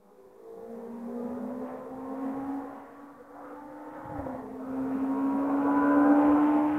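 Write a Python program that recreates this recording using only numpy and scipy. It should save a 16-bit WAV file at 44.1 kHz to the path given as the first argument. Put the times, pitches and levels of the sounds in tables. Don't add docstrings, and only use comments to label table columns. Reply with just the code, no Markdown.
import sys
import numpy as np
from scipy import signal
from scipy.fft import rfft, irfft, next_fast_len
from scipy.io import wavfile
from scipy.ndimage import uniform_filter1d, map_coordinates

SR = 44100
rng = np.random.default_rng(int(sys.argv[2]) if len(sys.argv) > 2 else 0)


def persist_wave(psi):
    counts = np.round(np.clip(psi, -1, 1) * 32767).astype(np.int16)
    wavfile.write(sys.argv[1], SR, np.atleast_2d(counts).T)


def voltage_ratio(level):
    return 10 ** (np.asarray(level, float) / 20)


N = 298998
TIME = np.arange(N) / SR

# time in seconds, rate in Hz.
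FIRING_RATE = [(0, 218.5), (1, 235), (1.5, 250.1), (2.5, 275.3), (2.75, 277), (3, 283.3), (3.5, 289.6),
               (4.1, 308.4), (4.15, 295.5), (4.2, 285.4), (4.25, 265.9), (4.3, 256.6), (5, 267.4),
               (5.5, 278.8), (6.5, 297.8), (6.78, 301)]
STRONG_MULTIPLES = [1, 1.5, 1.75, 2, 2.25, 2.75, 3, 3.5, 4, 4.5, 5, 5.25]
# time in seconds, level in dB.
FIRING_NOTE = [(0, -71.5), (0.499, -70.5), (.64, -57.5), (.72, -44), (.82, -48), (1.14, -36), (1.44, -39),
               (1.62, -37), (1.841, -53.5), (1.92, -45), (2.24, -35.5), (2.56, -36), (2.88, -60),
               (3.04, -49.5), (3.2, -62), (3.52, -50), (4, -47.5), (4.08, -53.5), (4.16, -43), (4.22, -42),
               (4.32, -38), (4.46, -48), (4.8, -32.5), (5.28, -27.5), (5.441, -31.5), (5.6, -27.5),
               (6.08, -22), (6.56, -24), (6.78, -29.5)]
# time in seconds, haze from 0 to 1 (more as the shift
HAZE = [(0, 0.2), (.5, 0.78), (4, 1), (4.12, 1), (4.2, 2.5), (4.4, 1.1), (4.7, 0.5), (6.78, 0.39)]
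# time in seconds, speed in m/s.
ROAD_SPEED = [(0, 22), (2, 27.3), (4.1, 32), (6.78, 38)]
# angle off the car's heading in degrees, relative level in dB.
TREE_RETURNS = [(180, -3.5), (154.9, -4.5), (130, -4.5), (110, -2.5), (88.7, -5), (70.8, -5.5),
                (49.55, -7.5)]
# frequency in Hz, relative spectral level in dB.
BODY_COLOUR = [(220, -30), (270, 1.5), (340, -5.5), (420, -12.5), (600, -6.5), (750, -1.5), (950, -3),
               (1150, -7), (1300, -33.5)]
RASP_COLOUR = [(1100, -22.5), (1220, 4), (1400, 0.5), (1520, -1.5), (1600, -8), (1750, -25.5)]
NEAR_TREBLE_COLOUR = [(970, -35), (1650, -1.5), (1880, -7), (2110, -3.5), (2450, -4.5), (3400, -20),
                      (4500, -39.5), (5850, -64), (9900, -120)]
FAR_TREBLE_COLOUR = [(970, -35), (1650, -0.5), (1810, 3), (2240, -10), (2430, -16.5), (3210, -21),
                     (4000, -32), (5200, -57), (8800, -120)]
TYRE_COLOUR = [(12, -47.5), (20, -15), (38, -15), (70, -5.5), (113, -7.5), (135, -1.5), (167, -5.5),
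               (200, -6.5), (260, -32.5), (440, -120)]
HISS_COLOUR = [(2060, -23.5), (3500, -2.5), (4390, -5), (14200, -5), (15100, -5.5), (15700, -7.5)]
# bark start in seconds, bark level in dB, thud peak in dB, thud pitch in Hz.
BACKFIRES = [(4.06, -50.5, -40, 136), (4.098, -37, -38.5, 110), (4.125, -44, -38.5, 147),
             (4.155, -44.5, -39, 117), (4.192, -31, -32.5, 87), (4.221, -50, -39, 76.62),
             (4.262, -29, -44, 125), (4.3, -33, -48, 121), (4.349, -33.5, -42, 130)]
# middle pitch in Hz, middle relative level in dB,
# time to fall 60 dB in seconds.
PIPE_RINGS = [(539, 0.5, 0.068), (840, -5, 0.053), (650, 2, 0.03), (297, -6.5, 0.079)]
# time in seconds, loudness in dB, then
# relative to that loudness treble in dB, pipe rasp in dB, woods in dB.
PATH = [(0, -71, -13.5, -9, 10.5), (.4, -66, -14.5, -11.5, 8.5), (.8, -56.5, -15, -9, 5),
        (1, -57, -12, -11, 10), (1.35, -51.5, -16, -8.5, 9), (1.58, -53.5, -12.5, -10, 6),
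        (1.7, -48, -13.5, -10, 4.5), (1.91, -53, -16.5, -11, 7.5), (2.33, -49.5, -12, -8.5, 6),
        (2.72, -51, -11.5, -7.5, -1), (2.95, -55, -12.5, -7, 0.5), (3.25, -59, -13, -5, 4.5),
        (3.51, -52, -14, -0.5, 2), (3.64, -58, -10, -6, 6), (4, -52.5, -9, 0, 3.5),
        (4.26, -47, -13, -7.5, -4), (4.53, -52, -16.5, -19, 11), (4.67, -52, -16, -2.5, 6),
        (4.89, -48, -15, -4.5, 8), (5.4, -43, -16.5, -8.5, 3), (5.7, -39.5, -18, -3.5, 0.5),
        (6, -36.5, -19.5, -3, 2.5), (6.25, -36.5, -16.5, -5, -0.5), (6.48, -39, -10.5, -3.5, -2.5),
        (6.65, -40.5, -12.5, -10.5, 0.5), (6.78, -41.5, -9.5, -5, -4.5)]
UPPER_LEVELS = [-12, -11.5, -6.5, -14.5, -17, -13, -16.5, -18.5, -21.5, -23.5, -30]
# middle in seconds, peak level in dB,
# length between the -6 dB points in seconds.
SWELLS = [
    [(.56, -59, 0.27), (4.9, -52.5, 0.42), (5.92, -48.5, 0.27)],
    [(.46, -59, 0.45), (1.55, -50, 0.31), (1.84, -54, 0.12), (3.52, -50, 0.17), (3.95, -51, 0.45),
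     (4.8, -49, .2), (5.3, -51.5, 0.43), (5.68, -46, 0.18), (6.1, -37.5, 0.52), (6.58, -40.5, 0.067)],
    [(.68, -45, 0.49), (1.2, -42.5, 0.22), (1.72, -46.5, 0.59), (2.2, -47.5, 0.47), (2.75, -54, 0.38),
     (4.32, -44, 0.12), (4.76, -45.5, .22), (5.47, -40.5, 0.21), (5.72, -41.5, 0.32), (6.08, -34.5, 0.53),
     (6.62, -38.5, 0.13)],
    [(.32, -60.5, 0.58), (.72, -52.5, 0.37), (1.4, -48, 0.82), (4.26, -53.5, 0.2688), (5.44, -50.5, 0.2),
     (6.1, -45, .5)],
    [(.8, -59.5, .25), (1.76, -57, 0.05), (2.48, -51, 0.63), (3.8, -54, .5), (4.12, -47, 0.14),
     (6.17, -35.5, .3), (6.6, -40, .28)],
    [(.68, -58, 0.49), (1.22, -57, .35), (1.72, -54, .3), (2.12, -52, 0.46), (2.47, -47, 0.33),
     (3.85, -51, 0.68), (5.78, -39, 0.47), (6.3, -37, 0.36), (6.55, -35, 0.27)],
    [(.7, -63, 0.3574), (1.22, -60, 0.1871), (2.15, -56.5, .35), (5.25, -44.5, .36), (5.88, -34.5, 0.41),
     (6.42, -44, .5)],
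    [(.95, -60, 0.22), (1.28, -56, .15), (1.7, -56, .35), (2.12, -52, 0.29), (2.38, -54, 0.21),
     (2.9, -59.5, 0.88), (3.55, -61.5, 0.58), (5.3, -46, 0.51), (5.72, -45.5, 0.44)],
    [(.2, -69.5, 0.31)],
    [(1.28, -61.5, 0.26), (5.9, -47.5, 0.41)],
    [(5.923, -42.5, 0.46)],
]
# time in seconds, level in dB.
TYRE_LEVEL = [(0, -81), (.6, -69.5), (1.24, -59), (1.8, -60), (2.5, -56), (2.8, -65.5), (3.3, -67.5),
              (3.98, -64.5), (4.1, -52), (4.4, -56), (4.62, -62.5), (4.9, -52), (5.44, -55.5),
              (6.15, -52.5), (6.3, -48), (6.78, -51)]


def unit(x):
    return x / np.sqrt(np.mean(x ** 2) + 1e-20)


def curves(rows):
    seconds, *columns = np.transpose(rows)
    return [np.interp(TIME, seconds, column) for column in columns]


def wobble(rate):
    knots = rng.standard_normal(int(N * rate / SR) + 4)
    return map_coordinates(knots, [TIME * rate], order=1)


def coloured(x, colour):
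    size = next_fast_len(N + 8192)
    hz, db = np.transpose(colour)
    log_hz = np.log(np.fft.rfftfreq(size, 1 / SR) + 1)
    gain = voltage_ratio(np.interp(log_hz, np.log(hz + 1), db, -120, -120))
    return unit(irfft(rfft(x, size) * gain, size)[:N])


def noise():
    return rng.standard_normal(N)


def tone(turns, flutter_db, rate, drift):
    level = np.sqrt(2) * voltage_ratio(flutter_db * wobble(rate))
    phase = turns + rng.random() + drift * wobble(rate)
    return level * np.sin(2 * np.pi * phase)


def firings():
    rate = curves(FIRING_RATE)[0] * (1 + 0.0021 * wobble(30))
    return np.cumsum(rate) / SR


def note(fired):
    haze, loud_db = curves(HAZE)[0], curves(PATH)[0]

    def blurred(k):
        flutter_db = (.9 + .35 * k) * (1 + .6 * haze)
        return tone(k * fired, flutter_db, rate=48, drift=.035 * k * haze)

    def swell(middle, peak_db, length):
        return peak_db - 6 * (2 * (TIME - middle) / length) ** 4

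    gains = [voltage_ratio(curves(FIRING_NOTE)[0])]
    for relative_db, rows in zip(UPPER_LEVELS, SWELLS):
        usual_db = loud_db + relative_db + 3 * wobble(6)
        swells_db = [swell(*row) for row in rows]
        gains.append(voltage_ratio(np.max([usual_db] + swells_db, axis=0)))
    neighbour = voltage_ratio(-6.5) * gains[-1] * blurred(STRONG_MULTIPLES[-1] + 1 / 4)
    return neighbour + sum(gain * blurred(k) for k, gain in zip(STRONG_MULTIPLES, gains))


def engine_lines(fired):
    haze = np.clip(curves(HAZE)[0], 0, 1)
    return sum(tone(k / 4 * fired, flutter_db=4, rate=10, drift=.012 * k * haze) for k in range(1, 44))


def lines_and_rush(fired, lines, colour, share):
    puffs = (1 + .5 * np.cos(2 * np.pi * fired)) * noise()
    return np.sqrt(share) * coloured(lines, colour) + np.sqrt(1 - share) * coloured(puffs, colour)


def roar(fired, lines):
    haze = np.clip(curves(HAZE)[0], 0, 1)
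    loud_db, treble_db, rasp_db, _ = curves(PATH)
    line_share = .7 - .5 * haze
    body_gain = voltage_ratio(loud_db + 3.0 + 2.0 * wobble(10))
    body = body_gain * lines_and_rush(fired, lines, BODY_COLOUR, line_share)
    rasp_gain = voltage_ratio(loud_db + rasp_db + 0.77 * wobble(11))
    rasp = rasp_gain * lines_and_rush(fired, lines, RASP_COLOUR, line_share)
    far = np.sqrt(haze) * lines_and_rush(fired, lines, FAR_TREBLE_COLOUR, share=0.21)
    near = np.sqrt(1 - haze) * lines_and_rush(fired, lines, NEAR_TREBLE_COLOUR, share=0.074)
    treble = voltage_ratio(loud_db + treble_db + 1.6 + 1.1 * wobble(16)) * (far + near)
    return body + rasp + treble


def tyres(fired, lines):
    haze = np.clip(curves(HAZE)[0], 0, 1)
    gain = voltage_ratio(curves(TYRE_LEVEL)[0] + 2.3 * wobble(15))
    return gain * lines_and_rush(fired, lines, TYRE_COLOUR, share=0.28 * (1 - haze))


def woods(fired):
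    delay_s, smear_s, sound_speed = .12, 0.5, 343
    mach = curves(ROAD_SPEED)[0] / sound_speed
    late_rate = np.interp(TIME - delay_s, TIME, np.gradient(fired))

    def flat_firings(degrees):
        doppler = (1 - mach) / (1 - mach * np.cos(np.radians(degrees)))
        return np.cumsum(late_rate * doppler)

    def answer(k):
        return unit(sum(voltage_ratio(db) * tone(k * flat_firings(degrees), flutter_db=8, rate=16 * k, drift=0.14)
                        for degrees, db in TREE_RETURNS))

    smeared_db = uniform_filter1d(curves(FIRING_NOTE)[0], size=round(smear_s * SR))
    first_db = -57 + 0.63 * (smeared_db + 50)
    loud_db, *_, woods_db = curves(PATH)
    upper_db = loud_db + woods_db
    first = voltage_ratio(first_db) * answer(0.97)
    return first + voltage_ratio(upper_db - 2.5) * answer(2) + voltage_ratio(upper_db - 11.5) * answer(3)


def backfires():
    out, t = np.zeros(N + SR), np.arange(SR // 4) / SR

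    def ring(hz, t60, rise):
        return (1 - np.exp(-t / rise)) * voltage_ratio(-60 * t / t60) * np.sin(2 * np.pi * hz * t)

    for seconds, bark_db, thud_db, thud_hz in BACKFIRES:
        bark = 0
        for hz, db, t60 in PIPE_RINGS:
            level = voltage_ratio(db + rng.normal(0, 0.867))
            bark = bark + level * ring(hz * (1 + rng.normal(0, 0.048)), t60, rise=0.00077)
        start = round(seconds * SR)
        out[start:][:len(t)] += voltage_ratio(bark_db) * bark
        thud = ring(thud_hz, 9 / thud_hz, rise=0.0023)
        thud_start = start - round(.007 * SR)
        out[thud_start:][:len(t)] += voltage_ratio(thud_db) * thud / thud.max()
    return out[:N]


def scene():
    fired = firings()
    lines = engine_lines(fired)
    car = note(fired) + roar(fired, lines) + tyres(fired, lines)
    return (car + woods(fired) + backfires())[None]


def recording_hiss(dry):
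    loudness = np.abs(uniform_filter1d(dry ** 2, size=2000, axis=1)) + 1e-7
    return voltage_ratio(-58.5) * loudness ** .18 * coloured(noise(), HISS_COLOUR)


def roll_off(x):
    return signal.sosfilt(signal.butter(12, 15910, fs=SR, output="sos"), x)


def record(dry):
    converter_offset = -voltage_ratio(-67.5)
    mix = dry + recording_hiss(dry) + converter_offset
    return roll_off(mix)


dry = scene()
out = record(dry)
persist_wave(out)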